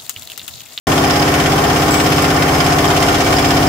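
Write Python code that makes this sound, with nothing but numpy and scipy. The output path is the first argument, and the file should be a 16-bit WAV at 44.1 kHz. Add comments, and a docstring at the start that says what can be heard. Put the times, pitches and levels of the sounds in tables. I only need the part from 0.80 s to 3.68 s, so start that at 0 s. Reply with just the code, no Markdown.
"""A large steel hopper drones and clatters as a vibration motor shakes it, heard from close by.
Sines at the shaft's multiples make the drone; noise bursts repeated every turn are plates that slap
and ring. Dense coloured noise roars under them as a rattle, random knocks jingle a loose part,
noise keeps a few wall modes ringing, and brief rough contacts clank a small metal part now and then."""
import sys
import numpy as np
from scipy import signal
from scipy.fft import rfft, irfft
from scipy.io import wavfile
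from scipy.ndimage import uniform_filter1d

SR = 44100
rng = np.random.default_rng(int(sys.argv[2]) if len(sys.argv) > 2 else 0)


def waveform_to_disk(signal):
    """Save audio, clipped to [-1, 1], as 16-bit WAV at the path in sys.argv[1]."""
    frames = np.transpose(np.atleast_2d(signal))
    scaled = np.clip(frames, -1, 1) * 32767
    samples = np.round(scaled).astype(np.int16)
    wavfile.write(sys.argv[1], SR, samples)


N = 127008

SHAFT_HZ = 16.612  # turns per second
FIRST_TURN_S = .0602  # where a turn begins: place 0


def undb(db):
    """dB to gain."""
    return 10 ** (np.asarray(db) / 20)


def level(x, db):
    """Set the rms level over both channels, in dB."""
    return x * undb(db) / np.sqrt(np.mean(x ** 2))


def read(table, hz):
    """Value of a (f/Hz, value) table on a log-frequency axis."""
    table = np.array(table)
    return np.interp(np.log(hz + 1), np.log(table[:, 0] + 1), table[:, 1])


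def follow(table, t):
    """Value of a (t/s, value) table, in straight lines between its points."""
    return np.interp(t, *np.array(table).T)


def walk(rate):
    """Random levels held 1 / rate s and smoothed twice; spread near 1."""
    hold = int(SR / rate)
    steps = np.repeat(rng.standard_normal(N // hold + 1), hold)
    smooth = uniform_filter1d(uniform_filter1d(steps, hold), hold)
    return 1.3 * smooth[:N]  # makes up for the spread lost in smoothing


def ring(x, modes):
    """Excite decaying two-pole resonators, (f/Hz, level/dB, t60/s), with x."""
    out = 0
    for f, db, t60 in modes:
        radius = np.exp(-np.log(1000) / (t60 * SR))
        w = 2 * np.pi * f / SR
        feedback = [1, -2 * radius * np.cos(w), radius * radius]
        out = out + undb(db) * np.sin(w) * signal.lfilter([1], feedback, x)
    return out


def plates(shape, colour):
    """Stereo spectrum of noise shaped in time, coloured and rung through steel plate resonances."""
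    # plate resonances: f/Hz, width/Hz, left lift/dB, right lift/dB
    resonances = [(656, 8, 11, 3), (758, 8.9, 10, -2), (826.6, 7.9, 8.5, 9.5), (960, 12, 6.5, -7.5),
                  (1040, 11, 4, 6.5), (1106, 16, 6.5, 5.5), (1170, 9.2, 3.5, 4), (1210, 26, 1.5, 6),
                  (1393, 16, 3, 8.5), (1490, 15, 5.5, -10.5), (1631, 9.1, 4.5, -1), (1823, 22, 10.5, 5),
                  (1986, 26, 6, 3.5), (2080, 11.4, 8, 10.5), (2232, 17, 3, 4.5), (2307, 11.3, 10, 14),
                  (2834, 64, 5.5, 2), (3110, 67, 7, 7), (3390, 52, 5.5, 1), (3750, 28, 7.5, 5.5),
                  (5100, 92, 4, 6.5), (5450, 116, 3.5, 5.5), (6280, 150, 5.5, 5), (7460, 80, 2, 10),
                  (9000, 74, 4, -19)]
    # likeness of left and right: f/Hz, correlation (0-1)
    likeness = [(60, 0.91), (130, 0.97), (290, 0.96), (640, 0.22), (1410, 0.28), (3100, 0.02), (6820, 0.13),
                (15000, 0)]
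    # tonal lean to the left, on top of the resonances: f/Hz, left minus right/dB
    lean_table = [(60, -1), (200, 2.5), (450, 5.5), (900, 0.8), (1700, 0.5), (2600, -0.2), (4200, 2.4),
                  (5200, -1.5), (7500, 3.8), (9300, 0), (11000, 3.5), (12200, -2), (14000, 1), (15500, -1)]
    dense_db, dense_hz = 2.5, 15  # depth and width of the countless small resonances

    hz = np.arange(N // 2 + 1) * SR / N
    width = int(dense_hz * N / SR)
    dense = uniform_filter1d(rng.standard_normal((2, len(hz))), width) * np.sqrt(width)
    depth_db = dense_db * np.clip(hz / 1000, 0, 1)  # full depth from 1 kHz up
    gain = undb(read(colour, hz) + depth_db * dense) + 0j
    for f, wide, left_db, right_db in resonances:
        lift = undb([[left_db], [right_db]])
        gain = gain * (1 + (lift - 1) / (1 + 2j * (hz - f) / wide))

    like = np.clip(read(likeness, hz), 0, 1)
    mid, side = rfft(shape * rng.standard_normal((2, N)))
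    mid = mid * np.sqrt(1 + like)
    side = side * np.sqrt(1 - like)
    lean = undb(read(lean_table, hz) / 2)
    return np.array([(mid + side) * lean, (mid - side) / lean]) * gain, hz


def drone(t):
    """Sines at the shaft's multiples waver in level; the higher ones drift more in phase."""
    # the walls' drone: multiple of the shaft speed, relative level/dB
    multiples = [(3, -25.5), (4, -21.8), (5, -18.6), (6, -17.8), (7, -24.1), (8, -20.8), (9, -13.9),
                 (10, -17.3), (11, -22.1), (12, -24.0), (13, -27.0), (14, -22.4), (15, -27.7), (16, -12.4),
                 (17, -27.2), (18, -11.9), (19, -28.2), (20, -21.1), (21, -22.2), (22, -24.3), (23, -21.6),
                 (24, -14.9), (25, -21.1), (26, -22.6), (27, -30.6), (28, -32.0), (29, -24.0), (30, -27.7),
                 (31, -20.9), (32, -24.7), (33, -26.0), (34, -27.7), (35, -26.7), (37, -22.8), (41, -23.2),
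                 (42, -15.8), (43, -18.5), (44, -24.0), (45, -18.7), (46, -18.8), (47, -23.4), (48, -22.0),
                 (49, -26.1), (52, -25.8)]
    waver_db, waver_per_s = 1.64, 3.12
    drift_rad, spread_rad = .04, .62  # phase drift and left-right phase spread at 700 Hz
    out = 0
    for k, db in multiples:
        high = k * SHAFT_HZ / 700
        start = rng.uniform(-np.pi, np.pi)
        apart = spread_rad * high * rng.standard_normal()
        phase = 2 * np.pi * k * SHAFT_HZ * t + start + drift_rad * high * walk(waver_per_s)
        gain = undb(db + waver_db * walk(waver_per_s))
        out = out + gain * np.sin(phase + np.array([[apart], [-apart]]) / 2)
    return level(out, -14)


def slaps(t):
    """Loose plates slap in the same pattern every turn: sudden fading bursts of varying strength."""
    # slaps within one turn: place in the turn (0-1), relative body/dB, relative treble/dB, power fade/s
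    pattern = [(.945, 1.5, -1.5, 0.0037), (.985, -2, 0.5, 0.0042), (.06, -2.5, -3.5, .004),
               (.12, -5.5, -3, 0.0038), (0.198, -7, -7, 0.0017), (.31, -8, -9, .003),
               (0.618, -9.5, -2.5, 0.0047), (0.738, -10, -6, 0.0025), (0.839, -12, -10, .003)]
    # how hard the plates slap over time: t/s, relative level/dB
    force = [(.1, 0), (.5, 0), (1.0, -0.3), (1.3, 1), (1.7, -1.5), (1.82, 0.5), (2.3, 1.5), (2.7, 1.6),
             (2.87, -2)]
    # colour of the slaps: f/Hz, relative density/dB per Hz
    slap_colour = [(290, -29), (500, -8.5), (638, -21), (726, -5), (914, -22.5), (1060, -8), (3150, -11.5),
                   (4020, -15.5), (5200, -16.5), (15500, -30.5)]
    jitter_s, scatter_db = .0004, 1.3
    treble_hz = 4000  # crossover from body to treble

    turns = np.arange(-1, int(N / SR * SHAFT_HZ) + 1)
    power = np.zeros((2, N))
    for place, body_db, treble_db, fade in pattern:
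        chance = rng.standard_normal((len(turns), 2))
        at_s = FIRST_TURN_S + (turns + place) / SHAFT_HZ + jitter_s * chance[:, 0]
        at = (at_s * SR).astype(int)
        inside = (at >= 0) & (at < N)
        kicks = np.zeros(N)
        kicks[at[inside]] = undb(scatter_db * chance[inside, 1]) ** 2
        bursts = signal.lfilter([1], [1, -np.exp(-1 / (fade * SR))], kicks)
        power += undb([[body_db], [treble_db]]) ** 2 * bursts
    shape = np.sqrt(power) * undb(follow(force, t))

    body, hz = plates(shape[0], slap_colour)
    treble, _ = plates(shape[1], slap_colour)
    high = 1 / (1 + (treble_hz / (hz + 1)) ** 4)  # treble's share of the power
    return level(irfft(body * np.sqrt(1 - high) + treble * np.sqrt(high), N), -20.5)


def rattle(t):
    """Dense plate noise in octave bands that swell very slightly together and flicker alone."""
    # colour of the rattle: f/Hz, relative density/dB per Hz
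    rattle_colour = [(18, -42), (30, -15), (152, -6), (213, -13.5), (277, -5.5), (400, -6.5), (456, -9),
                     (623, -9), (711, -4.5), (923, -8), (1050, -7), (2310, -15.5), (3990, -23),
                     (5190, -20.5), (8310, -28.5), (13000, -28), (15600, -30)]
    # low rumble over time: t/s, relative level/dB
    rumble = [(.1, .3), (.8, -0.5), (1.1, 2), (1.6, 3.5), (1.9, -1), (2.2, 1), (2.87, .3)]
    flicker_db, swell_db = 1, .07
    spectrum, hz = plates(np.ones(N), rattle_colour)
    swell = walk(3.0)
    rumble_db = follow(rumble, t)
    out = 0
    for octave in range(5, 15):  # bands centred on 2 ** octave Hz
        band = np.clip(1 - np.abs(np.log2(hz + 1) - octave), 0, 1)
        band_db = swell_db * swell + flicker_db * walk(14)
        if octave < 8:
            band_db = band_db + rumble_db
        out = out + irfft(spectrum * band, N) * undb(band_db)
    return level(out, -15.5)


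def jingle(t):
    """Small random knocks ring a loose part, stronger in patches and twice a turn."""
    # what the loose part rings with: f/Hz, relative level/dB, t60/s
    jingle_modes = [(5026, 5.5, .03), (5420, -1.5, .03), (6530, -9, .025)]
    knocks_per_s, scatter_db = 130, 3.5
    patch_db, patches_per_s = 4, 8.7
    flare_db, flare_place = 3, .04  # flares at this place in the turn and half a turn later
    left_db = -8  # dB on the left, opposite on the right: the jingle sits well to the right

    strength_db = scatter_db * rng.standard_normal(N) + patch_db * walk(patches_per_s)
    hits = (rng.random(N) < knocks_per_s / SR) * undb(strength_db)
    turn = (t - FIRST_TURN_S) * SHAFT_HZ - flare_place
    hits = hits * undb(flare_db * np.cos(2 * 2 * np.pi * turn))
    # each knock is a noise burst of 40 samples, just under 1 ms
    smear = uniform_filter1d(hits, size=40) * rng.standard_normal((2, N))
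    # left gets left_db, right gets its opposite; both gains halved
    pan = undb(np.array([[left_db], [-left_db]])) / 2
    return level(ring(smear, jingle_modes) * pan, -32)


def wall(t):
    """Noise from the shaking keeps a few wall modes ringing, louder early on."""
    # modes of the wall: f/Hz, relative level/dB, t60/s
    wall_modes = [(765, -2, .3), (820, 0, .35), (1054, -5, .3)]
    # the ring over time: t/s, level/dB
    wall_level = [(.1, -31), (.3, -28), (.6, -31), (1.0, -35), (1.6, -33), (2.0, -38), (2.87, -38)]
    noise = rng.standard_normal(N) + .4 * rng.standard_normal((2, N))  # shared, plus some per channel
    return level(ring(noise, wall_modes), 0) * undb(follow(wall_level, t))


def clanks(t):
    """Each brief rough contact is a crack of noise that also sets a small metal part ringing."""
    # contacts: t/s, ring drive/dB, crack before its band-pass/dB, contact fade/s, crack centre f/Hz
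    contacts = [(1.1075, -25, -16, .004, 6200), (1.118, -23, -20, .008, 6500),
                (1.136, -18, -21, .018, 8000), (1.17, -25, -27, .012, 7500), (1.198, -27, -24, .012, 7000),
                (1.235, -28, -28, .02, 7500), (1.4213, -22, -16, .007, 8500)]
    # what the clanking part rings with: f/Hz, relative level/dB, t60/s
    clank_modes = [(2266, -2, .2), (4750, -5, .04), (5297, -3, .08), (6100, -5, .05), (6600, -5, .04),
                   (7590, -5, .06), (7693, 0, .13), (7790, -4, .07), (13600, -9, .05), (15470, -6, .1)]
    push, crack = np.zeros((2, N)), np.zeros((2, N))
    for at, ring_db, crack_db, fade, hz in contacts:
        envelope = np.exp(-np.clip(t - at, 0, None) / fade) * (t >= at)
        touch = envelope * rng.standard_normal((2, N))
        push += undb(ring_db) * touch / np.sqrt(fade * SR / 2)  # same energy for any fade
        band = signal.butter(1, [0.59 * hz, 1.7 * hz], "band", fs=SR, output="sos")
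        crack += undb(crack_db) * signal.sosfilt(band, touch)
    return ring(push, clank_modes) + crack


def scene():
    """Drone, slaps, rattle, jingle, wall ring and clanks together."""
    t = np.arange(N) / SR
    return drone(t) + slaps(t) + rattle(t) + jingle(t) + wall(t) + clanks(t)


def record(dry):
    """After a short silence the sound starts abruptly; saturation rounds peaks, a steep filter cuts the top."""
    start_s, rise_s, top_hz = .0697, .00055, 15720
    on = np.clip((np.arange(N) / SR - start_s) / rise_s, 0, 1)
    rounded = np.tanh(.7 * dry * on) / .7
    low_pass = signal.ellip(16, .5, 80, top_hz, fs=SR, output="sos")  # .5 dB ripple, 80 dB stop
    return signal.sosfilt(low_pass, rounded)


dry = scene()
out = record(dry)
waveform_to_disk(out)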